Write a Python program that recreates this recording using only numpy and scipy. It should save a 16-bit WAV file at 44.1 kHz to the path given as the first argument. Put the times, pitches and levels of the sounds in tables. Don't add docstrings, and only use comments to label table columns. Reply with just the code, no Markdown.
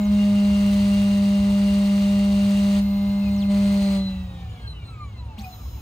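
import sys
import numpy as np
from scipy import signal
from scipy.fft import rfft, irfft, next_fast_len
from scipy.io import wavfile

SR = 44100
rng = np.random.default_rng(int(sys.argv[2]) if len(sys.argv) > 2 else 0)


def materialize(psi):
    bounded = np.clip(np.atleast_2d(psi).T, -1, 1)
    quanta = np.round(bounded * 32767).astype(np.int16)
    wavfile.write(sys.argv[1], SR, quanta)


N = 256220


def amp(db):
    return 10 ** (np.asarray(db) / 20)


def seconds():
    return np.arange(N) / SR


def white():
    return rng.standard_normal(N)


def gate(on_s, off_s, fade_s):
    t = seconds()
    return np.clip(np.minimum(t - on_s, off_s - t) / fade_s, 0, 1)


def at_hz(rows, hz):
    edge_hz, *columns = np.transpose(rows)
    log_hz = np.log(np.maximum(hz, 1))
    return [np.interp(log_hz, np.log(edge_hz), column) for column in columns]


def drift(rate_hz):
    r = np.exp(-2 * np.pi * rate_hz / SR)
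    slow = signal.lfilter([1], [1, -2 * r, r * r], rng.standard_normal(N + SR))[SR:]
    return slow / slow.std()


def coloured(x, spectrum):
    size = next_fast_len(N)
    gain_db, = at_hz(spectrum, np.fft.rfftfreq(size, 1 / SR))
    out = irfft(rfft(x, size) * amp(gain_db), size)[:N]
    return out / out.std()


def tone(cycles, rms_db, waver_db, rate_hz=14.0):
    level = np.sqrt(2) * amp(rms_db + waver_db * drift(rate_hz))
    return level * np.sin(2 * np.pi * (cycles + rng.random()))


RUN_TURNS_PER_S, OVERSHOOT_TURNS_PER_S, SETTLE_S = 200.3, 4.53, .328
# (time [s], speed loss [turns/s per s])
BRAKING = [(3.616, 0), (4.085, 36.7), (4.676, 102.6), (4.965, 109.6), (5.25, 96.8), (5.81, 87.7)]


def spindle_speed():
    t = seconds()
    loss_per_s = np.interp(t, *np.transpose(BRAKING))
    overshoot = OVERSHOOT_TURNS_PER_S / np.cosh(t / SETTLE_S)
    return RUN_TURNS_PER_S + overshoot - np.cumsum(loss_per_s) / SR


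# (speed below running [turns/s], first order [dB],
# third order [dB], flute hiss [dB], air and bearing whirr [dB])
FREE_SPIN = [(-15.5, -17, -32.5, -58.5, -31.5), (-0.5, -20, -43, -53.5, -43), (6.5, -24, -45, -59.5, -45),
             (9, -27, -42.5, -59.5, -44.5), (15, -32.5, -53.5, -73, -47.5), (19, -38.5, -52, -72, -51),
             (28, -40, -62, -71, -49.5), (45, -64, -65, -78.5, -51), (50, -43.5, -64.5, -81, -53),
             (71.5, -47, -65, -82, -54.5), (100.5, -57, -72, -82, -55.5), (161, -75, -82, -87, -53.5)]


def free_spin(speed):
    lost, *levels = np.transpose(FREE_SPIN)
    return [np.interp(RUN_TURNS_PER_S - speed, lost, db) for db in levels]


# (touch [s], lift [s], decay constant [s], milling hiss once deep [dB],
# third order from the flutes [dB], change of the pole tones [dB])
CUTS = [(.07, 2.795, 0.036, -39.5, -33, -4), (3.46, 3.965, 0.097, -38.5, -32, 2)]
TOUCH_S = 0.046
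CHIP_POWER = 3
LOADED_DB = 3.0
ASIDE = 0.52
SHALLOW_DB, DEEPEN_S = -5.5, 0.27


def bites():
    t = seconds()
    rows = []
    for touch_s, lift_s, decay_s, *_ in CUTS:
        rise = np.clip((t - touch_s) / TOUCH_S, 0, 1)
        rows.append(rise * np.exp(-np.maximum(t - lift_s, 0) / decay_s))
    return np.array(rows)


def shake(bite, first_db, third_db):
    flutes = sum(amp(cut[4]) * b for cut, b in zip(CUTS, bite))
    free_third = amp(third_db)
    third = np.hypot(flutes - free_third, ASIDE * free_third)
    return first_db + LOADED_DB * bite.sum(axis=0), 20 * np.log10(third)


# (order, level over third order [dB], extra when running free [dB])
OVERTONES = [(2.0, -9.5, -2), (4.0, -13.5, 5), (5.0, -16, 6), (6.0, -15, 2), (7.0, -21, -3.5),
             (8.0, -29, 5.5), (10.0, -21, -6), (12.0, -30, 2)]


def spindle(turns, free, first_db, third_db):
    out = tone(turns, first_db, 0.18) + tone(3 * turns, third_db, 0.91)
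    for order, over_db, free_db in OVERTONES:
        out += tone(order * turns, third_db + over_db + free_db * free, 1.1)
    return out


# (frequency [Hz], relative level per Hz [dB])
CHIPS = [(200, -16), (500, -8), (800, -3), (1300, -3.5), (1650, -7.5), (2100, -3.5), (2800, -1.5),
         (3500, -5.5), (4300, -1.5), (5200, -10), (7600, -11), (8500, -9.5), (9500, -16.5), (10300, -8.5),
         (12000, -23), (14500, -16), (16000, -26.5)]


def milling(turns, once=0.22, twice=0.27):
    clicks = white() * amp(2.5 * np.minimum(rng.exponential(1, N), 4))
    bunching = 1 + once * np.cos(2 * np.pi * turns) + twice * np.cos(4 * np.pi * turns + 1.1)
    load = amp(0.88 * drift(1.2) + 0.72 * drift(35.0))
    return coloured(clicks * bunching * load, CHIPS)


def chip_gain(bite, free_db):
    t = seconds()
    cutting = 0
    for (touch_s, _, _, hiss_db, *_), b in zip(CUTS, bite):
        shallow = np.exp(-np.maximum(t - touch_s, 0) / DEEPEN_S)
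        cutting = cutting + amp(hiss_db + SHALLOW_DB * shallow) * b ** CHIP_POWER
    return np.hypot(cutting, amp(free_db))


POLE_ORDER = 10.458
# (multiple, level before speed and load changes [dB])
POLES = [(1, -61.5), (2, -70.5), (3, -82.5), (4, -82), (5, -83), (6, -78), (7, -86), (8, -85), (10, -91)]
BEARING_ORDERS = [4.485, 6.0, 8.3, 13.26, 14.25, 17.2, 18.7, 27.4, 36.2, 45.0, 56.3, 65.1]
BEARING_DB = [-73, -77, -77, -79, -73, -75.5, -73, -72, -79.5, -91, -85, -89]
POLE_OFFSET_DB, POLE_DB_PER_LOST = 2.06, -0.016
BEARING_OFFSET_DB, BEARING_DB_PER_LOST = 0.71, -0.089


def whine(turns, speed, load_db):
    lost = RUN_TURNS_PER_S - speed
    slowing = np.clip(5 * (1 - speed / 200), 0, 1)
    poles = sum(tone(k * POLE_ORDER * turns, db, 1.2 + 2.5 * slowing, 18) for k, db in POLES)
    bearings = sum(tone(order * turns, db, 3 + 2 * slowing, 30)
                   for order, db in zip(BEARING_ORDERS, BEARING_DB))
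    pole_gain = amp(POLE_OFFSET_DB + POLE_DB_PER_LOST * lost + load_db)
    return poles * pole_gain + bearings * amp(BEARING_OFFSET_DB + BEARING_DB_PER_LOST * lost)


def leak(motor, cut_hz=4500, gain_db=-12.5):
    lowpass = signal.butter(2, cut_hz, fs=SR, output="sos")
    return amp(gain_db) * signal.sosfilt(lowpass, motor)


# (frequency [Hz], width [Hz], gain [dB], share reaching the ports out of phase [0-1])
HOUSING = [(739, 7.4, 28.5, 0.3), (790, 34, 17.5, 0.5), (878, 70, 17, 0.52), (928, 80, 13.5, 0.3),
           (1199, 30, 16.5, .4), (1348, 37, 3, 0.6), (1470, 62, -4.5, 0.7), (1603, 29, 14, 0.95),
           (2152, 157, 8, 0), (2315, 58, 19, 0.3), (2616, 64, 8, 0.56), (2666, 31, 22, 0.52),
           (2800, 430, 14, 0.76), (3345, 46, 13.5, 0.08), (3660, 78, 11, 0.17), (4020, 32.6, 31.5, 0.81),
           (4140, 84, 23, 0.92), (4300, 86, 6, .5), (6930, 560, 7, 0.1), (7170, 92, -2, 1),
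           (7450, 89, 2.5, 0.8), (8200, 130, 8.5, .4), (9270, 160, 14, 0.7), (11600, 120, 5.5, 0.96),
           (15400, 190, 18, .05)]


def housing(x):
    out = np.zeros((2, N))
    for k, (hz, width_hz, gain_db, against) in enumerate(HOUSING):
        r = np.exp(-np.pi * width_hz / SR)
        against = np.clip(against, 0, 1)
        ring = signal.lfilter([1, 0, -1], [1, -2 * r * np.cos(2 * np.pi * hz / SR), r * r], x)
        late = np.gradient(ring) * SR / (2 * np.pi * hz)
        pair = np.sqrt(1 - against ** 2) * ring + against * late * [[1], [-1]]
        out += (-1) ** k * amp(gain_db) * (1 - r * r) / 2 * pair
    return out


# (start [s], length [s], from [Hz], to [Hz],
# bend away from the fast end [exponent], from peak level [dB], to peak level [dB])
RAMPS = [(0, .095, 7300, 3300, 2.8, -53, -49), (2.77, .065, 2200, 8500, 1.2, -52, -68),
         (3.21, .09, 2690, 2400, 1.1, -45, -45), (3.287, .165, 9600, 1950, 1.2, -66, -39),
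         (5.374, .081, 1900, 9700, 1.1, -39.5, -65), (5.43, .035, 2500, 2460, 1.1, -42, -42)]
RAMP_HOLD_S, RAMP_FADE_S = .004, .012


def ramps(third_db=-10, double_db=-14):
    out = np.zeros(N)
    stairs_s = (np.floor(seconds() / RAMP_HOLD_S) + .5) * RAMP_HOLD_S
    for start_s, length_s, from_hz, to_hz, bend, from_db, to_db in RAMPS:
        done = np.clip((stairs_s - start_s) / length_s, 0, 1)
        slowed = (done if from_hz > to_hz else 1 - done) ** bend
        step_hz = max(from_hz, to_hz) - abs(from_hz - to_hz) * slowed
        steps = 2 * np.pi * np.cumsum(step_hz) / SR
        wave = np.sin(steps) + amp(third_db) * np.sin(steps / 3) + amp(double_db) * np.sin(2 * steps)
        level_db = from_db + (to_db - from_db) * done + 4 * drift(120.0)
        out += amp(level_db) * gate(start_s, start_s + length_s, RAMP_FADE_S) * wave
    return out


FEED_HZ, FEED_SWELL_S = 932.8, 0.13
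# (multiple, level [dB])
FEED_ORDERS = [(2.0, -61), (3.0, -47.5), (4.0, -57.5), (5.0, -60), (6.0, -62.5), (7.0, -65.5)]


def feed(bite):
    t = seconds()
    swell = bite ** CHIP_POWER * np.clip((t - CUTS[0][0]) / FEED_SWELL_S, 0, 1)
    return swell * sum(tone(k * FEED_HZ * t, db, 2.9) for k, db in FEED_ORDERS)


TRAVERSE_HZ = 332.4
# (multiple, level before each traverse's gain [dB])
TRAVERSE_TONES = [(4, -66), (9, -71), (10, -72), (11, -73), (12, -66), (14, -74), (16, -61), (17, -79),
                  (18, -79), (20, -61), (21, -80), (22, -73), (24, -80), (26, -83), (28, -76), (29, -73),
                  (32, -74), (33, -61), (34, -74), (35, -73), (38, -82), (40, -68), (42, -61), (43, -66),
                  (45, -73), (46, -69), (47, -78)]
# (frequency [Hz], relative level per Hz [dB])
CHOPPER = [(2000, -3.5), (5000, -10.5), (9000, -23.5), (12500, -5), (14000, 3), (16000, -25)]
# (drivers on [s], off [s], hiss after the surge [dB], cruise start [s], cruise end [s],
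# tone gain [dB], whistle [Hz], whistle peak factor [dB], whistle end [s])
TRAVERSES = [(-.02, .08, -65, -.02, .08, -14, 15320, -62, .16),
             (2.8, 3.48, -64, 2.82, 3.4, -9, 13890, -61, 3.475),
             (5.372, 5.9, -67, 5.442, 5.9, 0, 14150, -60, 5.46)]
SWITCH_S, SURGE_DB, SURGE_S = 0.014, 9, .2


def traverses():
    t = seconds()
    out = np.zeros(N)
    tones = sum(tone(k * TRAVERSE_HZ * t, db, 1.4) for k, db in TRAVERSE_TONES)
    rough = drift(90.0)
    hiss = coloured(white(), CHOPPER)
    for on_s, off_s, hiss_db, start_s, end_s, tones_db, whistle_hz, whistle_db, until_s in TRAVERSES:
        surge = (amp(SURGE_DB) - 1) * gate(on_s, min(off_s, on_s + SURGE_S), SWITCH_S)
        out += amp(hiss_db) * hiss * (gate(on_s, off_s, SWITCH_S) + surge)
        out += amp(tones_db) * gate(start_s, end_s, SWITCH_S) * tones
        whistle = rough * np.sin(2 * np.pi * whistle_hz * t)
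        out += amp(whistle_db) * gate(on_s, until_s, SWITCH_S) * whistle
    return out


# (time [s], thump [Hz], thump before its soft rise [dB], thump t60 [s],
# rattle before its soft rise [dB], rattle t60 [s])
JERKS = [(5.378, 210, -24, .2, -44, .3)]


def jerks():
    out = np.zeros(N)
    rattle = coloured(white(), CHIPS)
    for start_s, thump_hz, thump_db, thump_t60_s, rattle_db, rattle_t60_s in JERKS:
        age = np.maximum(seconds() - start_s, 0)
        thump = np.sin(2 * np.pi * thump_hz * age)
        out += amp(thump_db - 60 * age / thump_t60_s) * (1 - np.exp(-age / 0.0099)) * thump
        out += amp(rattle_db - 60 * age / rattle_t60_s) * (1 - np.exp(-age / 0.0093)) * rattle
    return out


# (frequency [Hz], relative level per Hz [dB])
AIR = [(150, 15.5), (300, 3.5), (500, -6.5), (800, -6.5), (1400, 0), (1900, -7), (2800, -3), (3500, -6.5),
       (4500, -10.5), (5400, -11), (7600, -17.5), (10000, -18.5), (16000, -18.5)]


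def air_whirr(level_db):
    return amp(level_db + .7 * drift(6.0)) * coloured(white(), AIR)


# (frequency [Hz], relative level per Hz [dB])
SHOP = [(12, -78.5), (24, -49), (35, -22), (52, -3), (70, 2), (90, -10.5), (107, 0), (130, -18.5),
        (160, -18.5), (300, -28.5), (600, -36), (1200, -35.5), (2000, -49.5), (4000, -51), (6000, -60.5),
        (16000, -78)]
SHOP_DB = -33


def workshop():
    return amp(SHOP_DB) * coloured(white(), SHOP)


# (frequency [Hz], side over mid [dB], phase of side [rad], share arriving direct [0-1])
IMAGE = [(59.3, -24.5, 1.5, 1), (201, -28, 1.6, 1), (293, -4, 2.2, 0.7), (406, -1.5, 1.5, 0.77),
         (614, -15, -1, 0.5), (920, -4, -0.04, 0.82), (1470, 4.5, 2.5, 0.7), (2070, -7, 1, .3),
         (2640, 1.5, 0.5, .6), (3520, -8.5, 0.2, 0.7), (4080, -5, 3.3, .5), (4600, -11, -1.7, 0.6),
         (5220, 1, 2.5, 0.2), (6820, -8, -14.5, 0.43), (7640, 8.5, -4, .6), (8260, -13.5, -0.7, .6),
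         (10490, 8, -1.5, 0.8), (10930, 38, 0, 0.92), (12000, 33.5, 2, 0.4), (12700, -10, 2.5, 0.2),
         (13700, 0.5, 1.8, 0.4), (14100, -58.5, 5, .5), (16000, -37, 0, .5)]
ROOM_T60_S = 0.28


def ports(x):
    size = next_fast_len(N + SR // 2)
    side_db, turn_rad, direct = at_hz(IMAGE, np.fft.rfftfreq(size, 1 / SR))
    decay = amp(-60 * np.arange(SR // 2) / SR / ROOM_T60_S)
    tail = rfft(rng.standard_normal(SR // 2) * decay, size)
    angle = np.arctan(amp(side_db))
    direct = np.clip(direct, 0, 1)
    scattered = np.sqrt(1 - direct ** 2) * tail / np.abs(tail)
    spread = direct * np.exp(1j * turn_rad) + scattered
    sound = rfft(x, size)
    mid = irfft(sound * np.cos(angle), size)[:N]
    side = irfft(sound * np.sin(angle) * spread, size)[:N]
    return np.array([mid + side, mid - side])


def scene():
    speed, bite = spindle_speed(), bites()
    turns = np.cumsum(speed) / SR
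    first_db, third_db, flute_db, whirr_db = free_spin(speed)
    free = 1 - bite.sum(axis=0)
    hum = spindle(turns, free, *shake(bite, first_db, third_db))
    cutting = chip_gain(bite, flute_db) * milling(turns)
    pole_load_db = np.array(CUTS)[:, 5] @ bite
    motor = whine(turns, speed, pole_load_db)
    steps = ramps()
    whirr = air_whirr(whirr_db)
    casing = housing(motor + amp(-31) * steps + amp(-15.0) * whirr)
    machine = hum + cutting + leak(motor) + steps + feed(bite[0]) + traverses() + jerks() + whirr
    return ports(machine + workshop()) + casing


def record(dry, bass_cut_hz=36.0, top_cut_hz=15780):
    lean = signal.sosfilt(signal.butter(2, bass_cut_hz, "high", fs=SR, output="sos"), dry)
    return signal.sosfilt(signal.ellip(12, .5, 70, top_cut_hz, fs=SR, output="sos"), lean)


dry = scene()
out = record(dry)
materialize(out)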